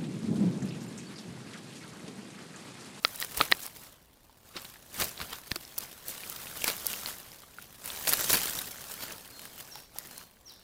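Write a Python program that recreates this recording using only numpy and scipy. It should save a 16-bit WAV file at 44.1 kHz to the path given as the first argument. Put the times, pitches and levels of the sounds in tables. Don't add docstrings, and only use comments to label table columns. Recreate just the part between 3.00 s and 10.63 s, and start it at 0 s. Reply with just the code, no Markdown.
import sys
import numpy as np
from scipy import signal
from scipy.fft import rfft, irfft, next_fast_len
from scipy.io import wavfile
from scipy.ndimage import uniform_filter1d, map_coordinates

SR = 44100
rng = np.random.default_rng(int(sys.argv[2]) if len(sys.argv) > 2 else 0)


def wav_record(signal):
    frames = np.transpose(np.atleast_2d(signal))
    bounded = np.clip(frames, -1, 1)
    quanta = np.round(bounded * 32767).astype(np.int16)
    wavfile.write(sys.argv[1], SR, quanta)


N = 336483

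# t/s, length/s, effort/dB
DRAGS = [(0.051, 0.61, -51), (0.755, .12, -55.5), (1.463, 0.48, -61.5), (1.588, .09, -55),
         (1.956, 0.17, -52), (2.213, 0.16, -51.5), (2.47, 0.53, -56), (3.07, .53, -49),
         (3.613, 0.49, -46.5), (4.122, 0.2, -55), (4.355, 0.66, -60.5), (4.86, 0.786, -46.5),
         (5.082, 0.39, -40.5), (5.666, 0.41, -51.5), (6.14, 0.657, -56), (6.963, .25, -55)]
# peak t/s, decay/s, scrape/dB, fizz/dB, shuffle/dB
SWISHES = [(0.098, 0.012, -57, -50, -53), (0.219, .025, -42, -41.5, -60), (0.373, 0.0093, -47, -33, -39.5),
           (0.411, .035, -34.5, -36, -48), (.518, 0.0095, -36, -41, -37.5), (0.631, .015, -60, -38.5, -67),
           (1.57, 0.018, -37.5, -50, -47.5), (2.014, 0.042, -34.5, -33, -39.5),
           (2.219, 0.023, -38.5, -43.5, -43.5), (2.332, 0.017, -38, -59, -65),
           (2.516, 0.0069, -40, -35.5, -44), (2.824, 0.03, -43.5, -42.5, -53.5),
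           (3.098, 0.024, -51, -38, -56), (3.681, 0.029, -30, -31.5, -49), (3.904, 0.024, -39.5, -37, -53),
           (4.087, 0.02, -43, -39.5, -65), (4.62, 0.047, -57, -54.5, -64), (5.094, .015, -35, -22.5, -41),
           (5.201, .03, -44, -36.5, -49), (5.304, 0.016, -33, -24, -44), (5.346, 0.023, -28, -26.5, -33.5),
           (5.58, 0.034, -48, -37.5, -46), (5.914, 0.038, -46, -43.5, -70), (6.03, .035, -41, -40.5, -50),
           (6.11, 0.046, -45, -47, -48.5), (6.437, 0.062, -52, -52, -56), (6.603, 0.015, -51, -45.5, -54),
           (7.51, 0.074, -60, -61.5, -62.5)]
# f/Hz, level/dB
SCRAPE_EQ = [(200, -17), (450, 1), (700, -1.5), (1300, 3.5), (2200, -1), (3300, 1.5), (5000, -1),
             (6500, -12.5), (9000, -10.5)]
FIZZ_EQ = [(3500, -5), (5500, -1), (7000, -0.5), (9000, 0.5), (12000, 2), (15500, 3.5), (16500, -50)]
SHUFFLE_EQ = [(20, -22), (60, -5.5), (130, 0), (200, -1), (400, -5.5), (600, -5.5), (1200, -10.5)]
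# t/s, woody body/dB, bright crack/dB
SNAPS = [(0.1591, -57, -33.5), (.2015, -59, -28), (0.247, -35, -31), (0.3734, -33, -27),
         (0.516, -22.5, -25.5), (.6643, -46, -32), (2.0198, -23.5, -37), (2.0234, -25, -38),
         (2.5588, -29, -31.5), (2.7805, -34.5, -28), (2.7852, -50, -23), (3.083, -60, -31),
         (3.2988, -48, -30.5), (3.6423, -22.5, -22), (3.677, -34, -33), (3.7004, -25, -31),
         (3.8668, -51, -19.5), (3.9318, -32, -39), (4.8586, -42, -31.5), (5.0733, -19.5, -31),
         (5.0793, -25, -23), (5.092, -33.5, -22), (5.127, -24, -23), (5.1339, -20.5, -16),
         (5.139, -21.5, -27), (5.298, -21.5, -27.5), (5.3056, -19, -36), (5.3302, -23.5, -17.5),
         (5.335, -25, -21), (5.349, -25, -27), (5.4724, -29, -47), (5.5895, -41, -30.5), (6.394, -38, -42),
         (6.4535, -45, -40), (6.7555, -40.5, -42), (6.986, -38, -27.5), (7.1794, -46, -36)]
# f/Hz, level/dB
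WOODY_EQ = [(100, -6.5), (400, -3.5), (1300, -3), (2500, -2), (4500, -2), (6000, -15.5), (9000, -17.5)]
CRACK_EQ = [(2500, -40.5), (5000, -2.5), (7500, -4), (11000, 3), (16000, 3)]
# t/s, level/dB, f/Hz
TWIG_TICKS = [(1.296, -45.5, 900), (1.652, -29, 3800), (1.7585, -38, 1730), (2.1774, -23, 4000),
              (2.5625, -18.5, 4450), (2.651, -28.5, 5300), (3.2352, -25.5, 2440), (3.4702, -28, 2550),
              (3.620, -23, 2750), (3.6423, -13, 2290), (3.938, -21.5, 2750), (4.0602, -15, 4300),
              (4.3184, -32, 5300), (4.4352, -39, 1200), (4.9028, -21, 3600), (6.455, -34, 1630),
              (6.7565, -34.5, 850), (6.960, -38, 810)]
# t/s, peak/dB, ring f/Hz, ring t60/s, ring level/dB, cutoff/Hz
STALK_TAPS = [(0.0492, -2.5, 1336, 0.022, -24, 5550), (0.2254, -15.5, 1904, 0.025, -21, 5160),
              (0.4039, -15, 842, 0.0046, -7, 1800), (0.4114, -3.5, 1262, 0.012, -14, 4470),
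              (.5229, 0, 1897, 0.013, -15.5, 4640), (2.2025, -23, 1130, 0.012, -14.5, 5000),
              (2.2143, -20, 1444, .01, -13, 5200), (2.5164, -12, 1790, 0.016, -24, 5970),
              (2.561, -25.5, 1250, 0.0065, 3.5, 4630), (4.585, -31, 1420, 0.016, 13, 3000),
              (5.5892, -24, 3830, 0.013, 4, 5600)]
# f/Hz, level/dB, t60/s
CASE_MODES = [(557, -12, 0.0087), (1274, -13, 0.013), (2220, 3.5, 0.0036), (3410, 1, 0.0031),
              (4100, 2, 0.0047), (4800, -12, 0.016)]
# t/s, level/dB, f/Hz, t60/s
BODY_BUMPS = [(0.38, -33, 62.5, .08), (0.41, -27.5, 298, 0.045), (0.522, -64, 200, 0.015),
              (1.557, -37, 352, .04), (2.021, -28.5, 440, 0.028), (2.026, -35, 85, 0.056),
              (2.216, -36, 61.6, 0.096), (2.322, -43, 55, .06), (2.518, -20, 140, 0.014),
              (2.561, -36, 348, 0.051)]
# t/s into the note, f/Hz, level/dB
LEVEL_NOTE = [(0, 4320, -3), (.025, 4220, -2), (.09, 4210, -3)]
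FALLING_NOTE = [(0, 6800, -5), (.015, 5540, 2.5), (.036, 5490, 0), (.05, 4080, 3), (0.067, 3620, -7),
                (.092, 3480, -14), (.113, 4100, -17)]
# t/s, note shape, level/dB, fade/(dB/s)
BIRD_CALLS = [(6.32, LEVEL_NOTE, -52, 0), (6.706, FALLING_NOTE, -46.5, 163), (7.103, LEVEL_NOTE, -51.5, 89),
              (7.452, FALLING_NOTE, -51, 2)]

DRAG_RISE_S, DRAG_SETTLE_S = .031, .064
REST_DB, USUAL_DB = -68, -50
FIZZ_DB, SHUFFLE_DB = -47.5, -56
FIZZ_GROWS, SHUFFLE_GROWS = 1.16, .6
SWISH_RISE = .85
TOP_HZ = 16050


def branch_drag():
    pulls = sum((amp(db) * swell(s, length, DRAG_RISE_S, DRAG_SETTLE_S)) ** 2 for s, length, db in DRAGS)
    effort = 10 * np.log10(amp(2 * REST_DB) + pulls) - USUAL_DB
    power = amp([USUAL_DB + effort, FIZZ_DB + FIZZ_GROWS * effort,
                 SHUFFLE_DB + SHUFFLE_GROWS * effort]) ** 2
    for s, decay, *levels_db in SWISHES:
        power += np.outer(amp(levels_db), swell(s, 0, SWISH_RISE * decay, decay)) ** 2
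    return 10 * np.log10(power)


def rustle(faders):
    scrape_db, fizz_db, shuffle_db = faders
    fractures = crackle(per_s=170, spread_db=5, t60=.022)
    twigs = pings(per_s=450, centre_hz=2900, octaves=1, cycles=15, spread_db=4)
    flicks = pings(per_s=900, centre_hz=9500, octaves=.75, cycles=20, spread_db=4)
    leaf_rub = shifting(noise(SCRAPE_EQ), depth_db=3.2)
    needle_rub = shifting(noise(FIZZ_EQ), depth_db=2.6)
    leaves = leaf_rub * np.sqrt(amp(-7) + amp(-9) * fractures) + amp(-6.5) * twigs
    needles = needle_rub * np.sqrt(amp(-6) + amp(-8) * fractures) + amp(-6.5) * flicks
    ground = noise(SHUFFLE_EQ) * np.sqrt(amp(-1.5) + amp(-12.5) * fractures)
    return amp(scrape_db) * leaves + amp(fizz_db) * needles + amp(shuffle_db) * ground


def crackle(per_s, spread_db, t60):
    sizes = amp(2 * spread_db * np.clip(rng.standard_normal(N), -2, 2))
    hits = (rng.random(N) < per_s / SR) * sizes
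    energy = signal.lfilter([1], [1, -amp(-120 / (t60 * SR))], hits)
    return energy / energy.mean()


def pings(per_s, centre_hz, octaves, cycles, spread_db, size=256):
    when, pitch, strength = rng.random((int(per_s * N / SR), 3)).T
    hz = np.minimum(centre_hz * 2 ** (octaves * (2 * pitch - 1)), TOP_HZ)[:, None]
    t = np.arange(size) / SR
    db = spread_db * np.minimum(-np.log(1 - strength), np.pi + 1)
    grains = amp(db[:, None] - 60 * t * hz / cycles) * np.sin(2 * np.pi * hz * t)
    where = (when * N).astype(int)[:, None] + np.arange(size)
    return unit(np.bincount(where.ravel(), grains.ravel(), N)[:N])


def shifting(rub, depth_db, size=512):
    spectra = signal.stft(rub, nperseg=size)[2]
    ripple = uniform_filter1d(rng.standard_normal(spectra.shape), size=3, axis=0)
    ripple = uniform_filter1d(ripple, size=5, axis=1)
    return unit(signal.istft(spectra * amp(depth_db * unit(ripple)), nperseg=size)[1][:N])


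def snaps(faders, size=1024):
    out, t = np.zeros(N), np.arange(size) / SR
    fade = amp(-60 * t / .013) + amp(-5 - 60 * t / .0009)
    for s, body_db, crack_db in SNAPS + lesser_snaps(faders):
        burst = np.pad(fade * rng.standard_normal(size), (size, 0))
        body, crack = unit(coloured(burst, WOODY_EQ)), unit(coloured(burst, CRACK_EQ))
        add(out, s - size / SR, amp(body_db - 16.5) * body + amp(crack_db - 13.5) * crack)
    return out


def lesser_snaps(faders, per_s=9, spread_db=3):
    when, body, crack = rng.random((int(per_s * N / SR), 3)).T
    scrape_db, fizz_db, _ = faders[:, (when * N).astype(int)]
    body_db = scrape_db + 2.5 + spread_db * (2 * body - 1)
    crack_db = fizz_db + 8 + spread_db * (2 * crack - 1)
    return list(zip(when * N / SR, body_db, crack_db))


def twig_ticks(size=2048):
    out, t = np.zeros(N), np.arange(size) / SR
    for s, db, hz in TWIG_TICKS:
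        upper_hz = hz * rng.uniform(1.05, 1.15)
        ring = np.sin(2 * np.pi * hz * t) + amp(-7) * np.sin(2 * np.pi * upper_hz * t)
        fade = amp(-60 * t * hz / 36)
        add(out, s, amp(db) * fade * (ring + amp(-10) * noise(WOODY_EQ, size)) / 2)
    return out


def stalk_taps(size=4096):
    out, t = np.zeros(N), np.arange(size) / SR
    for s, db, ring_hz, ring_t60, ring_db, cutoff_hz in STALK_TAPS:
        modes = CASE_MODES + [(ring_hz, ring_db + 15, ring_t60)]
        ring = sum(amp(level - 60 * t / t60) * np.cos(2 * np.pi * hz * t) for hz, level, t60 in modes)
        ring += amp(-11) * np.roll(ring, round(2 * SR / ring_hz))
        ring += amp(-43 - 60 * t / .043) * rng.standard_normal(size)
        knock = lowpass(ring, cutoff_hz, order=10) + amp(-28.5) * ring
        knock -= lowpass(knock, 220, order=1)
        add(out, s, amp(db) * knock / np.abs(knock).max())
    return out


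def body_bumps(size=8192):
    out, t = np.zeros(N), np.arange(size) / SR
    for s, db, hz, t60 in BODY_BUMPS:
        add(out, s, amp(db + .5 - 60 * t / t60) * np.sin(2 * np.pi * hz * t))
    return out - lowpass(out, 45, order=1)


def bird(waver_hz=55, wavers_per_s=140, forest_t60=.62):
    song = np.zeros(N)
    for s, note, call_db, fade_db_per_s in BIRD_CALLS:
        t = np.arange(0, note[-1][0], 1 / SR)
        hz, db = curves(note, t)
        hz += waver_hz * map_coordinates(rng.standard_normal(len(t)), [t * wavers_per_s])
        whistle = np.sqrt(2) * np.sin(2 * np.pi * np.cumsum(hz) / SR)
        envelope = amp(call_db + db - fade_db_per_s * t) * signal.windows.tukey(len(t), .15)
        add(song, s, envelope * whistle)
    tail = rng.standard_normal(SR) * amp(-60 * np.arange(SR) / SR / forest_t60)
    reverb = signal.fftconvolve(song, tail / np.linalg.norm(tail))[:N]
    return amp(-3) * song + amp(-4) * reverb


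def rumble():
    return amp(-68.5) * noise([(15, -13), (60, -4.5), (120, -14.5), (300, -22.5)])


def amp(db):
    return 10 ** (np.asarray(db) / 20)


def unit(x):
    return x / np.sqrt(np.mean(x ** 2) + 1e-20)


def add(track, s, sound):
    start = max(round(s * SR), 0)
    track[start:start + len(sound)] += sound[:N - start]


def swell(start, hold, rise, settle):
    t = np.arange(N) / SR - start
    return np.exp(np.minimum(t, 0) / rise - np.maximum(t - hold, 0) / settle)


def curves(rows, t):
    times, *columns = np.transpose(rows)
    return [np.interp(t, times, column) for column in columns]


def coloured(x, eq):
    hz, db = np.transpose(eq)
    f = np.fft.rfftfreq(len(x), 1 / SR)
    gain = amp(np.interp(np.log(f + 1), np.log(hz), db, left=-90, right=-90))
    return irfft(rfft(x) * gain, len(x))


def noise(eq, size=N):
    return unit(coloured(rng.standard_normal(next_fast_len(size)), eq)[:size])


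def lowpass(x, hz, order):
    return signal.sosfilt(signal.butter(order, min(hz, SR / 2 - 1), fs=SR, output="sos"), x)


def scene():
    faders = branch_drag()
    mix = rustle(faders) + twig_ticks() + stalk_taps() + body_bumps() + bird() + rumble() + snaps(faders)
    return mix[None]


def record(dry):
    size = next_fast_len(N + SR)
    passband = np.fft.rfftfreq(size, 1 / SR) < TOP_HZ
    return irfft(rfft(dry, size) * passband, size)[:, :N]


dry = scene()
out = record(dry)
wav_record(out)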